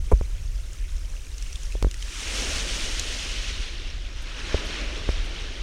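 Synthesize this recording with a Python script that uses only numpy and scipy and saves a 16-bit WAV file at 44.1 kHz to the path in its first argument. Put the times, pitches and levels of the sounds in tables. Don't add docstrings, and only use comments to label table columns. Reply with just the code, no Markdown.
import sys
import numpy as np
from scipy import signal
from scipy.io import wavfile

SR = 44100
rng = np.random.default_rng(int(sys.argv[2]) if len(sys.argv) > 2 else 0)


def wav_out(sig):
    wavfile.write(sys.argv[1], SR, np.round(np.clip(np.atleast_2d(sig).T, -1, 1) * 32767).astype(np.int16))


N = 247842
TIME = np.arange(N) / SR
CALM_DB = -54.5


def surf(calm_large_db=5.5, calm_churn_db=-59, crest_s=0.096):
    # (start [s], level [dB], rise [s], run up the beach [s],
    # sag on the way [dB/s], large bubbles against the foam [dB], churn against the foam [dB])
    wavelets = [(1.26, -52, .17, .17, 1, 0.5, -30), (1.89, -34, .47, 1.07, 1.48, 3, -7.5),
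                (3.95, -37, .63, 1.3, 5.5, 6, -5.5)]
    drain, crest_fall = 19, 8
    large_sag, large_drain = 3.95, 14.5
    rise_power, curl_power = 1.4, 2.4
    foam, large, air = [from_db(CALM_DB)], [from_db(CALM_DB + calm_large_db)], [from_db(calm_churn_db)]
    tumbling = 0
    for start, db, rise_s, run_s, sag, large_db, churn_db in wavelets:
        foam.append(from_db(db) * swell(start, rise_s, run_s, sag, drain, rise_power))
        large_swell = swell(start, rise_s, run_s, sag + large_sag, large_drain, rise_power)
        large.append(from_db(db + large_db) * large_swell)
        air.append(from_db(db + churn_db) * swell(start, rise_s, crest_s, 0, crest_fall, curl_power))
        tumbling = tumbling + swell(start, rise_s, crest_s, 0, drain)
    return together_db(foam), together_db(large), together_db(air), tumbling


def wash(foam_db, large_db, spray_db, gain_db=2.24, patchy_db=0.62, surge_db=0.78):
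    # (frequency [Hz], relative density [dB])
    colour = [(800, -14.5), (1500, -7.5), (1900, -6), (2900, -0.5), (3500, -2.5), (4900, -6.5), (5500, -3),
              (6500, -5.5), (7700, -13), (9200, -11.5), (10400, -27), (11300, -25), (13300, -38.5),
              (16000, -36)]
    per_s = 420 * from_db(foam_db + 33)
    level_db = gain_db + foam_db + surge_db * drift(7.4)
    out = np.zeros(N)
    for edges, hz, gain in bands(colour, count=32):
        fine = np.clip(np.log(hz / 4100) / np.log(1.85), 0, 1)
        large = np.clip(np.log(2900 / hz) / np.log(2.1), 0, 1)
        tint_db = fine * spray_db + large * (large_db - foam_db)
        share = 0.37 / (1 + (hz / 9000) ** 4)
        band_db = level_db + tint_db + patchy_db * drift(25)
        out += gain * from_db(band_db) * bubbles(edges, per_s, size_db=5.0, near_share=share)
    return out


def bubbles(edges, per_s, size_db, near_share):
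    born = np.flatnonzero(rng.random(N) < per_s / SR)
    sizes = from_db(size_db * np.minimum(rng.exponential(1, len(born)), 3))
    pops = rms_one(sizes * rng.choice([-1, 1], len(born)))
    bursts = np.sqrt(1 - near_share) * rng.standard_normal(N)
    bursts[born] += np.sqrt(near_share * SR / per_s[born]) * pops
    return rms_one(passed(bursts, edges, "band"))


def churn(level_db, gain_db=.5, patchy_db=2.3, per_s=200):
    # (frequency [Hz], relative density [dB])
    colour = [(130, -1.5), (300, 3.5), (450, 0.5), (560, 1), (700, -9), (850, -2)]
    clouds = np.zeros(N)
    for edges, _, gain in bands(colour, count=7):
        throb = from_db(patchy_db * drift(18))
        clouds += gain * throb * bubbles(edges, np.full(N, per_s), size_db=-0.5, near_share=0.14)
    return from_db(level_db + gain_db) * clouds


def gurgles(band_hz=(2020, 2900), per_s=300):
    # (time [s], level [dB], width [s])
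    pockets = [(.37, -55, 0.025), (.84, -52, 0.038), (1.48, -52.5, 0.049), (2.29, -39, .03),
               (4.82, -41, 0.082)]
    level = sum(from_db(db) * bump(s, width) for s, db, width in pockets)
    return level * bubbles(band_hz, np.full(N, per_s), size_db=1.0, near_share=0.67)


def drops(foam_db, spray_db, tumbling, gain_db=0.5, patter_db=-40, spread_db=23, low_hz=1700, high_hz=9000):
    # (time [s], level [dB], pitch [Hz], splash against the bubble [dB])
    near_drops = [(0.732, -29, 7000, -8), (1.166, -31.5, 2730, -22), (1.2677, -35, 2390, -6),
                  (1.381, -27, 6100, -3), (1.4245, -26.5, 5670, -3.5), (1.529, -25, 5560, -6),
                  (1.5569, -22.5, 3500, -6.5), (1.6328, -23, 6200, -10), (1.723, -28, 2540, -6.5),
                  (1.912, -31, 2750, 4.5), (1.9418, -35, 1880, 7), (2.025, -23, 3060, -5),
                  (2.422, -12.5, 5860, -23), (2.996, -13.5, 6700, -4)]
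    out = np.zeros(N)
    for s, db, hz, splash_db in near_drops:
        add(out, s, from_db(db + gain_db) * droplet(hz, splash_db))
    per_s = 15 + 32 * tumbling
    loudest_db = patter_db + .45 * (foam_db - CALM_DB) + .6 * spray_db
    for i in np.flatnonzero(rng.random(N) < per_s / SR):
        faintness, pitch = rng.random(2)
        hz = low_hz * (high_hz / low_hz) ** pitch
        gain = from_db(loudest_db[i] - spread_db * faintness)
        add(out, i / SR, gain * droplet(hz, splash_db=-12.0, splash_s=.0015))
    return out


def droplet(hz, splash_db, splash_s=0.0027, cycles=35, rise_per_s=3.0):
    t = np.arange(SR // 25) / SR
    splash = passed(rng.standard_normal(len(t)), [2300, 8500], "band", order=3) * np.exp(-t / splash_s)
    bubble = ring(t, hz * (1 + rise_per_s * t), cycles / hz) * (1 - np.exp(-t * hz / 2))
    return bubble + from_db(splash_db) * splash


def knocks(thump_t60_s=0.1, nail_s=1.8265, nail_db=-3.5, nail_hz=6500):
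    # (time [s], ring level [dB], thump level [dB], contact sharpness [Hz],
    # ring length [factor], thump pitch [Hz])
    taps = [(0.1158, -16.5, -34, 1140, 2.1, 54), (0.1201, -15.5, -10, 1580, 3.7, 54),
            (0.1259, -20, -22, 1400, 3.1, 54), (.1320, -26, 0, 1100, 1.2, 47.3),
            (0.2108, -20, -12, 1690, 0.85, 55), (1.7515, -23.5, -39, 716, 1.1, 54),
            (1.8256, -10, -13, 2410, 0.47, 55), (1.846, -8, -9.5, 1280, 0.5, 54.7),
            (1.8671, -11.5, -15, 506, 0.37, 54), (4.543, -12.5, -12, 750, 1.47, 63.7),
            (5.0896, -9.5, -13, 1700, 0.56, 58)]
    # (frequency [Hz], level [dB], t60 at ring length 1 [s])
    modes = [(135, -33.5, 0.2), (412, 1.5, 0.015), (591, -1, 0.016), (977, 0, 0.0039),
             (2300, -13.5, 0.0072)]
    out, t = np.zeros(N), np.arange(SR // 4) / SR
    for s, ring_db, thump_db, contact_hz, length, thump_hz in taps:
        case = sum((-1) ** k * from_db(db) * ring(t, hz, t60 * length)
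                   for k, (hz, db, t60) in enumerate(modes))
        thump = from_db(thump_db) * ring(t, thump_hz, thump_t60_s)
        add(out, s, passed(from_db(ring_db) * case, contact_hz, "low") + passed(thump, 250, "low"))
    add(out, nail_s, from_db(nail_db) * passed(1.0 * (t == 0), nail_hz, "low"))
    return out


def wind(start_db=-28.5, ease_db_per_s=0.65, flutter_db=0.5):
    # (frequency [Hz], relative density [dB])
    colour = [(8.8, -82), (15, -4.5), (32, -0.5), (45, 1.5), (77, -19), (114, -18), (145, -38.5),
              (171, -46), (225, -42), (260, -40), (340, -69), (570, -120)]
    # (time [s], change of level [dB], width [s])
    gusts = [(.01, 4.5, 0.05), (.42, 2.5, 0.062), (1.35, -3.5, 0.04), (2.15, -5, 0.11), (2.55, 4, 0.04),
             (3.98, 1.5, 0.092), (5.15, 6, 0.14)]
    level_db = start_db - ease_db_per_s * TIME + sum(db * bump(s, width) for s, db, width in gusts)
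    eddies = sum(gain * rms_one(passed(rng.standard_normal(N + SR), edges, "band", order=3)[SR:])
                 for edges, _, gain in bands(colour, count=10))
    return from_db(level_db + flutter_db * drift(10.0)) * eddies


def spits():
    # (start [s], level [dB], length [s])
    swells = [(0.108, -47, 0.023), (2.98, -48, 0.023), (4.21, -53, 0.033), (4.626, -53, .07),
              (5.07, -57, .08), (5.227, -56, 0.055)]
    fizz = rms_one(passed(rng.standard_normal(N), [6000, 10500], "band"))
    level = np.zeros(N)
    for s, db, length in swells:
        add(level, s, from_db(db) * np.hanning(round(length * SR)))
    return level * fizz


def hiss(level_db=-63.5, turned_db=-11.0, turn_s=(2.4, 3.7)):
    # (frequency [Hz], relative density [dB])
    colour = [(3000, -64), (9000, 32), (12000, 37), (16000, 14)]
    air = sum(gain * rms_one(passed(rng.standard_normal(N), edges, "band"))
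              for edges, _, gain in bands(colour, count=5))
    return from_db(level_db + np.interp(TIME, turn_s, [0, turned_db])) * air


def swell(start, rise_s, hold_s, sag_db_per_s, fall_db_per_s, power=1):
    age = TIME - start
    held, after = np.clip(age - rise_s, 0, hold_s), np.maximum(age - rise_s - hold_s, 0)
    return np.clip(age / rise_s, 0, 1) ** power * from_db(-sag_db_per_s * held - fall_db_per_s * after)


def bump(s, width_s):
    return np.exp(-.5 * ((TIME - s) / width_s) ** 2)


def drift(hz):
    pole = np.exp(-80 * np.pi * hz / SR)
    slow = signal.lfilter([1], [1, -2 * pole, pole * pole], rng.standard_normal(N // 40 + 2002))[2000:]
    return np.interp(np.arange(N) / 40, np.arange(len(slow)), rms_one(slow))


def ring(t, hz, t60):
    return np.sin(2 * np.pi * hz * t) * np.exp(-np.log(1000) * t / t60)


def bands(colour, count):
    hz, db = np.transpose(colour)
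    edges = np.geomspace(hz[0], hz[-1], count + 1)
    centres = np.sqrt(edges[1:] * edges[:-1])
    gains = from_db(np.interp(np.log(centres), np.log(hz), db)) * np.sqrt(np.diff(edges))
    return zip(zip(edges, edges[1:]), centres, gains / np.linalg.norm(gains))


def passed(x, hz, kind, order=2):
    sections = signal.butter(order, np.clip(hz, 10, .45 * SR), kind, fs=SR, output="sos")
    return signal.sosfilt(sections, x + 1e-18)


def add(out, s, sound):
    i = round(s * SR)
    out[i:i + len(sound)] += sound[:N - i]


def from_db(db):
    return 10 ** (np.asarray(db) / 20)


def together_db(gains):
    return 10 * np.log10(sum(gain ** 2 for gain in gains))


def rms_one(x):
    return x / np.sqrt(np.mean(x ** 2) + 1e-20)


def scene():
    # (time [s], fine spray level [dB])
    facing = [(0, 5), (1.55, 5), (2.12, 2.5), (3.05, -1.3), (3.85, -9), (4.22, -6.5), (4.55, -8),
              (5.62, -10)]
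    spray_db = np.interp(TIME, *np.transpose(facing))
    foam_db, large_db, churn_db, tumbling = surf()
    water = wash(foam_db, large_db, spray_db) + churn(churn_db) + gurgles()
    water += drops(foam_db, spray_db, tumbling)
    return (water + spits() + hiss() + wind() + knocks())[None]


def record(dry, fade_s=.005, cutoff_hz=15900):
    opening = np.minimum(TIME / fade_s, 1)
    return signal.sosfilt(signal.ellip(10, .1, 80, cutoff_hz, fs=SR, output="sos"), dry * opening)


dry = scene()
out = record(dry)
wav_out(out)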